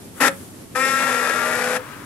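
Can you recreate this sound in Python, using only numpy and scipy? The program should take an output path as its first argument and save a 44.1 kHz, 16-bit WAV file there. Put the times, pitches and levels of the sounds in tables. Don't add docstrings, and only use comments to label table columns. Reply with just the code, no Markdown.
import sys
import numpy as np
from scipy import signal
from scipy.fft import rfft, irfft
from scipy.io import wavfile
from scipy.ndimage import uniform_filter1d

SR = 44100
rng = np.random.default_rng(int(sys.argv[2]) if len(sys.argv) > 2 else 0)


def wrap_up_sound(samples):
    columns = np.atleast_2d(samples).T
    tamed = np.clip(columns, -1, 1)
    steps = np.round(tamed * 32767).astype(np.int16)
    wavfile.write(sys.argv[1], SR, steps)


N = 90404
T = np.arange(N) / SR
BIN_HZ = np.fft.rfftfreq(N, 1 / SR)
ATTACK_S, RELEASE_S = 0.0095, 0.0057

# start_s, stop_s, phase_shake_cycles, frame_db
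MOTOR_RUNS = [(0.201, .283, .055, -23.5), (0.749, 1.771, 0.01, -55)]
# time_s, rate_hz
BUZZ_RATE = [(.2, 262), (.28, 270.5), (.755, 256), (.785, 261.2), (.82, 265.6), (.92, 268.7), (1.08, 270.1),
             (1.18, 274.1), (1.33, 273.8), (1.42, 278.4), (1.5, 279.6), (1.6, 285.6), (1.77, 290.5)]
# time_s, buzz_db, rattle_db, hiss_db
DRIVE_LEVELS = [(.21, -17.5, -11, -18), (.28, -15, -13.5, -18.5), (.755, -25, -23, -29.5),
                (.785, -22, -29, -29.5), (.82, -18.5, -33, -29), (.92, -20, -31.5, -28),
                (1.03, -21, -22, -29), (1.15, -26.5, -22.5, -29.5), (1.42, -26.5, -25, -32),
                (1.6, -31.5, -24, -31), (1.69, -32.5, -25, -32), (1.76, -36.5, -22.5, -30.5)]


def undb(db):
    return 10 ** (np.asarray(db) / 20)


def unit_rms(x):
    return x / np.sqrt(np.mean(x ** 2))


def curve(table, column=1):
    rows = np.array(table, float)
    return np.interp(T, rows[:, 0], rows[:, column])


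def gains(shape):
    hz, db = np.array(shape, float).T
    return undb(np.interp(np.log(BIN_HZ + 1), np.log(hz), db))


def colour(x, shape):
    cepstrum = irfft(np.log(gains(shape)), N)
    folded = 2 * cepstrum * (np.arange(N) < N // 2)
    response = irfft(np.exp(rfft(folded)), N)
    return unit_rms(signal.fftconvolve(x, response[None, :N // 20], axes=1)[:, :N])


def walk(rate_hz):
    width = int(SR / rate_hz)
    smoothed = uniform_filter1d(rng.standard_normal(N), width, mode="wrap")
    return unit_rms(uniform_filter1d(smoothed, width, mode="wrap"))


def stereo_noise(apart_hz=3040):
    common, own = rng.standard_normal(N), rng.standard_normal((2, N))
    share = 1 / (1 + (BIN_HZ / apart_hz) ** 2)
    return irfft(rfft(common) * np.sqrt(share) + rfft(own) * np.sqrt(1 - share), N)


def gate(start_s, stop_s, release_s=RELEASE_S):
    rise = np.clip((T - start_s) / ATTACK_S, 0, 1)
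    return rise * np.exp(-np.maximum(T - stop_s, 0) / release_s)


def motor_on(release_s=RELEASE_S):
    return sum(gate(start_s, stop_s, release_s) for start_s, stop_s, _, _ in MOTOR_RUNS)


def tone(hz):
    depth = np.minimum(hz / 800, 1)
    wander_cycles = rng.random() + depth * (.045 * walk(44) + .12 * walk(8.8))
    waver_db = depth * 2.3 * walk(24.4)
    cycles = np.cumsum(hz) / SR + wander_cycles
    return np.sqrt(2) * np.sin(2 * np.pi * cycles) * undb(waver_db)


def room_hum():
    # freq_hz, gain_db
    hum_shape = [(20, -21), (60, -17.5), (100, -1.5), (150, -5), (280, -2), (450, -9.5), (700, -16),
                 (1500, -23), (4000, -26.5), (6500, -26), (10500, -23), (12500, -24), (16000, -51)]
    rumble_shape = [(20, -14), (45, -6), (95, 1), (170, -6), (400, -25), (2000, -57)]
    hum = colour(stereo_noise(apart_hz=463), hum_shape) * undb(-40.5 + walk(18))
    rumble = colour(rng.standard_normal((2, N)), rumble_shape) * undb(-52.5)
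    return hum + rumble


def disc_swish():
    # freq_hz, gain_db
    hiss_shape = [(1000, -34), (3000, 3), (3550, 8), (4100, -12.5), (7000, 5.5), (10500, 13.5),
                  (15500, -13.5)]
    air_shape = [(100, -21), (400, -3), (700, -5), (1150, 4), (1700, 0), (2500, -6.5), (4000, -16.5),
                 (16000, -31)]
    # time_s, level_db
    hiss_level = [(0, -85), (.2, -41), (.33, -46.5), (.5, -51.5), (.6, -72), (.74, -60), (1.8, -53),
                  (2.05, -70)]
    air_level = [(0, -111), (.2, -37), (.33, -56), (.5, -61), (.75, -61), (1.75, -38), (2.05, -41.5)]
    hiss = colour(stereo_noise(), hiss_shape) * undb(curve(hiss_level))
    air = colour(stereo_noise(), air_shape) * undb(curve(air_level) + 1.3 * walk(32))
    return air + hiss


def buzz():
    # rate_multiple, slow_db, fast_db
    partials = [(2, -8, -17.5), (3, -14, -29), (4, -9, -25), (5.007, 1, 3), (6.03, -9, -4.5),
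                (7.01, -1.5, -5), (8.025, -9.5, -10), (8.99, -11, -8.5), (10.01, -11.5, -11),
                (11, -20, -30), (13, -18.5, -13.5), (14.3, -26, -28), (19.2, -19, -33), (19.86, -19, -26),
                (27.7, -23, -24), (29, -18, -37)]
    slow_hz, fast_hz = 266, 278.4
    rate_hz = curve(BUZZ_RATE)
    depth_cycles = sum(shake * gate(start_s, stop_s) for start_s, stop_s, shake, _ in MOTOR_RUNS)
    shaken_hz = rate_hz + np.gradient(walk(131) * depth_cycles) * SR
    fast_share = np.clip((rate_hz - slow_hz) / (fast_hz - slow_hz), 0, 1)
    vibration = sum(undb(slow_db + (fast_db - slow_db) * fast_share) * tone(multiple * shaken_hz)
                    for multiple, slow_db, fast_db in partials)
    return unit_rms(vibration) * undb(curve(DRIVE_LEVELS))


def rattle():
    # freq_hz, gain_db
    plastic_shape = [(50, -54), (130, -25), (200, -29.5), (280, -6.5), (370, -27.5), (450, -2.5), (540, 1),
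                     (660, -2.5), (850, -0.5), (1100, -3.5), (1360, 0), (1480, -3.5), (1640, 4),
                     (1880, 0.5), (2080, -4), (2500, -4.5), (3000, -15), (4000, -33), (8000, -40),
                     (16000, -73)]
    hiss_shape = [(500, 5), (2000, -25), (3000, -2), (3500, 0.5), (4300, -3), (5300, -1), (6400, -3.5),
                  (7800, -1.5), (9300, -2.5), (11300, 2.5), (12500, -17), (16000, -38.5)]
    jitter_cycles, scatter_db, scrape_cycles, scrape_db = .16, 3.5, 0.81, 3
    cycles = np.cumsum(curve(BUZZ_RATE)) / SR
    beats = np.arange(1, int(cycles[-1]))
    lateness, strength = rng.standard_normal((N // 100, 2))[:len(beats)].T
    knock_samples = np.interp(beats + jitter_cycles * lateness, cycles, np.arange(N)).astype(int)
    knocks = np.bincount(knock_samples, undb(scatter_db * strength), N)
    decay = np.exp(-cycles[-1] / N / scrape_cycles)
    contact = signal.lfilter([1], [1, -decay], knocks)
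    scrape = undb(scrape_db) * unit_rms(contact * stereo_noise())
    plastic = colour(unit_rms(knocks - knocks.mean()) + scrape, plastic_shape)
    plastic = 2.6 * np.tanh(plastic / 2.6)
    hiss = colour((unit_rms(contact) + 1.9) * stereo_noise(), hiss_shape)
    return plastic * undb(curve(DRIVE_LEVELS, column=2)) + hiss * undb(curve(DRIVE_LEVELS, column=3))


def whines():
    # time_s, pitch_hz, level_db
    hum = [(.21, 256, -24.5), (.28, 256, -20), (.755, 257, -44), (.8, 256, -31), (1, 251, -33),
           (1.25, 245, -37), (1.5, 241, -39), (1.77, 241, -39.5)]
    # peak_s, pitch_hz, glide_hz_per_s, sigma_s, level_db
    side_tones = [(.24, 815, -200, .04, -27), (.24, 1070, -1, 0.05, -28), (0.261, 296, -60.5, 0.032, -27.5),
                  (.77, 1012, 299.5, .03, -33.5), (.84, 805, 300, 0.073, -36), (.82, 1852, 0, 0.034, -25),
                  (1.33, 335, 39.5, 0.089, -42.5), (1.45, 429, 4.5, 0.36, -41),
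                  (.77, 510, -38.5, 0.11, -30), (1.17, 490, -71, 0.11, -33.5), (1.71, 501, 50, 0.17, -28.5),
                  (1.55, 632, 100.5, .26, -35.5), (1.8, 800, 58.5, 0.15, -38.5),
                  (2.2, 950, 100.5, 0.046, -32), (1.48, 912, 170, 0.093, -39.5),
                  (1.4, 1172, 145, 0.22, -35.5), (1.3, 1320, 150, .08, -33.5),
                  (1.35, 1648, 150, 0.078, -29), (1.68, 1645, 66, 0.17, -45),
                  (.765, 2400, 1.5, 0.04, -35.5), (1.7, 1500, 199, 0.2, -38), (1.35, 1868, 99, 0.58, -36)]
    ring_below_hz = 560
    ringing, damped = motor_on(release_s=0.033), motor_on()
    tones = tone(curve(hum)) * undb(curve(hum, column=2)) * damped
    for peak_s, pitch_hz, glide_hz_per_s, sigma_s, level_db in side_tones:
        swell = undb(level_db) * np.exp(-.5 * ((T - peak_s) / sigma_s) ** 2)
        envelope = swell * (ringing if pitch_hz < ring_below_hz else damped)
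        tones += tone(pitch_hz + glide_hz_per_s * (T - peak_s)) * envelope
    return tones


def frame_ring():
    # freq_hz, t60_s, energy_db
    modes = [(180.4, 0.59, 0), (292, 0.066, 11), (444, .1, -25), (546, 0.13, 9.5), (827, .1, 6),
             (1070, 0.12, -10)]
    force = sum(undb(db) * gate(start_s, stop_s) for start_s, stop_s, _, db in MOTOR_RUNS)
    shaking = rng.standard_normal(N) * force
    ring = sum(undb(db - 60 * T / t60_s) / np.sqrt(t60_s) * np.cos(2 * np.pi * hz * T)
               for hz, t60_s, db in modes)
    return signal.fftconvolve(shaking, unit_rms(ring) / np.sqrt(N))[:N]


def place_left(x):
    # freq_hz, left_minus_right_db
    balance = [(100, 12), (220, -4.5), (380, 5.5), (700, 3), (1300, 10.5), (2400, 8.5), (4400, 9.5),
               (7500, 13), (10500, 2), (14000, -29.5)]
    # freq_hz, gain_db
    echo_shape = [(200, 5), (1800, 0), (5000, -4.5), (16000, -13)]
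    right_lag_s, echo_t60_s, echo_db = 0.00012, 0.21, -20
    lean = np.sqrt(gains(balance))
    lag = np.exp(-2j * np.pi * BIN_HZ * right_lag_s)
    direct = irfft(rfft(x) * np.array([lean, lag / lean]), N)
    tail = colour(rng.standard_normal((2, N)), echo_shape) * undb(-60 * T / echo_t60_s)
    echo = signal.fftconvolve(x, unit_rms(tail) / np.sqrt(N), axes=1)[:, :N]
    return direct + undb(echo_db) * echo


def scene():
    motor_db, low_cut_hz = 3.5, 150
    motor = undb(motor_db) * (motor_on() * (buzz() + rattle()) + whines() + frame_ring())
    motor = signal.sosfilt(signal.butter(4, low_cut_hz, "high", fs=SR, output="sos"), motor)
    return place_left(motor + disc_swish()) + room_hum()


def steep_lowpass(x, hz):
    return signal.sosfilt(signal.ellip(10, .2, 80, hz, fs=SR, output="sos"), x)


def record(dry):
    threshold_db, duck_db_per_db, window_s, peak_limit = -29.5, 0.3, 0.017, 1.3
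    power = uniform_filter1d(np.mean(dry ** 2, axis=0), int(window_s * SR))
    ducked = dry * (1 + np.abs(power) / undb(threshold_db) ** 2) ** (-duck_db_per_db / 2)
    left, right = peak_limit * np.tanh(ducked / peak_limit)
    left = steep_lowpass(left, hz=12150)
    return steep_lowpass(np.array([left, right]), hz=15700)


dry = scene()
out = record(dry)
wrap_up_sound(out)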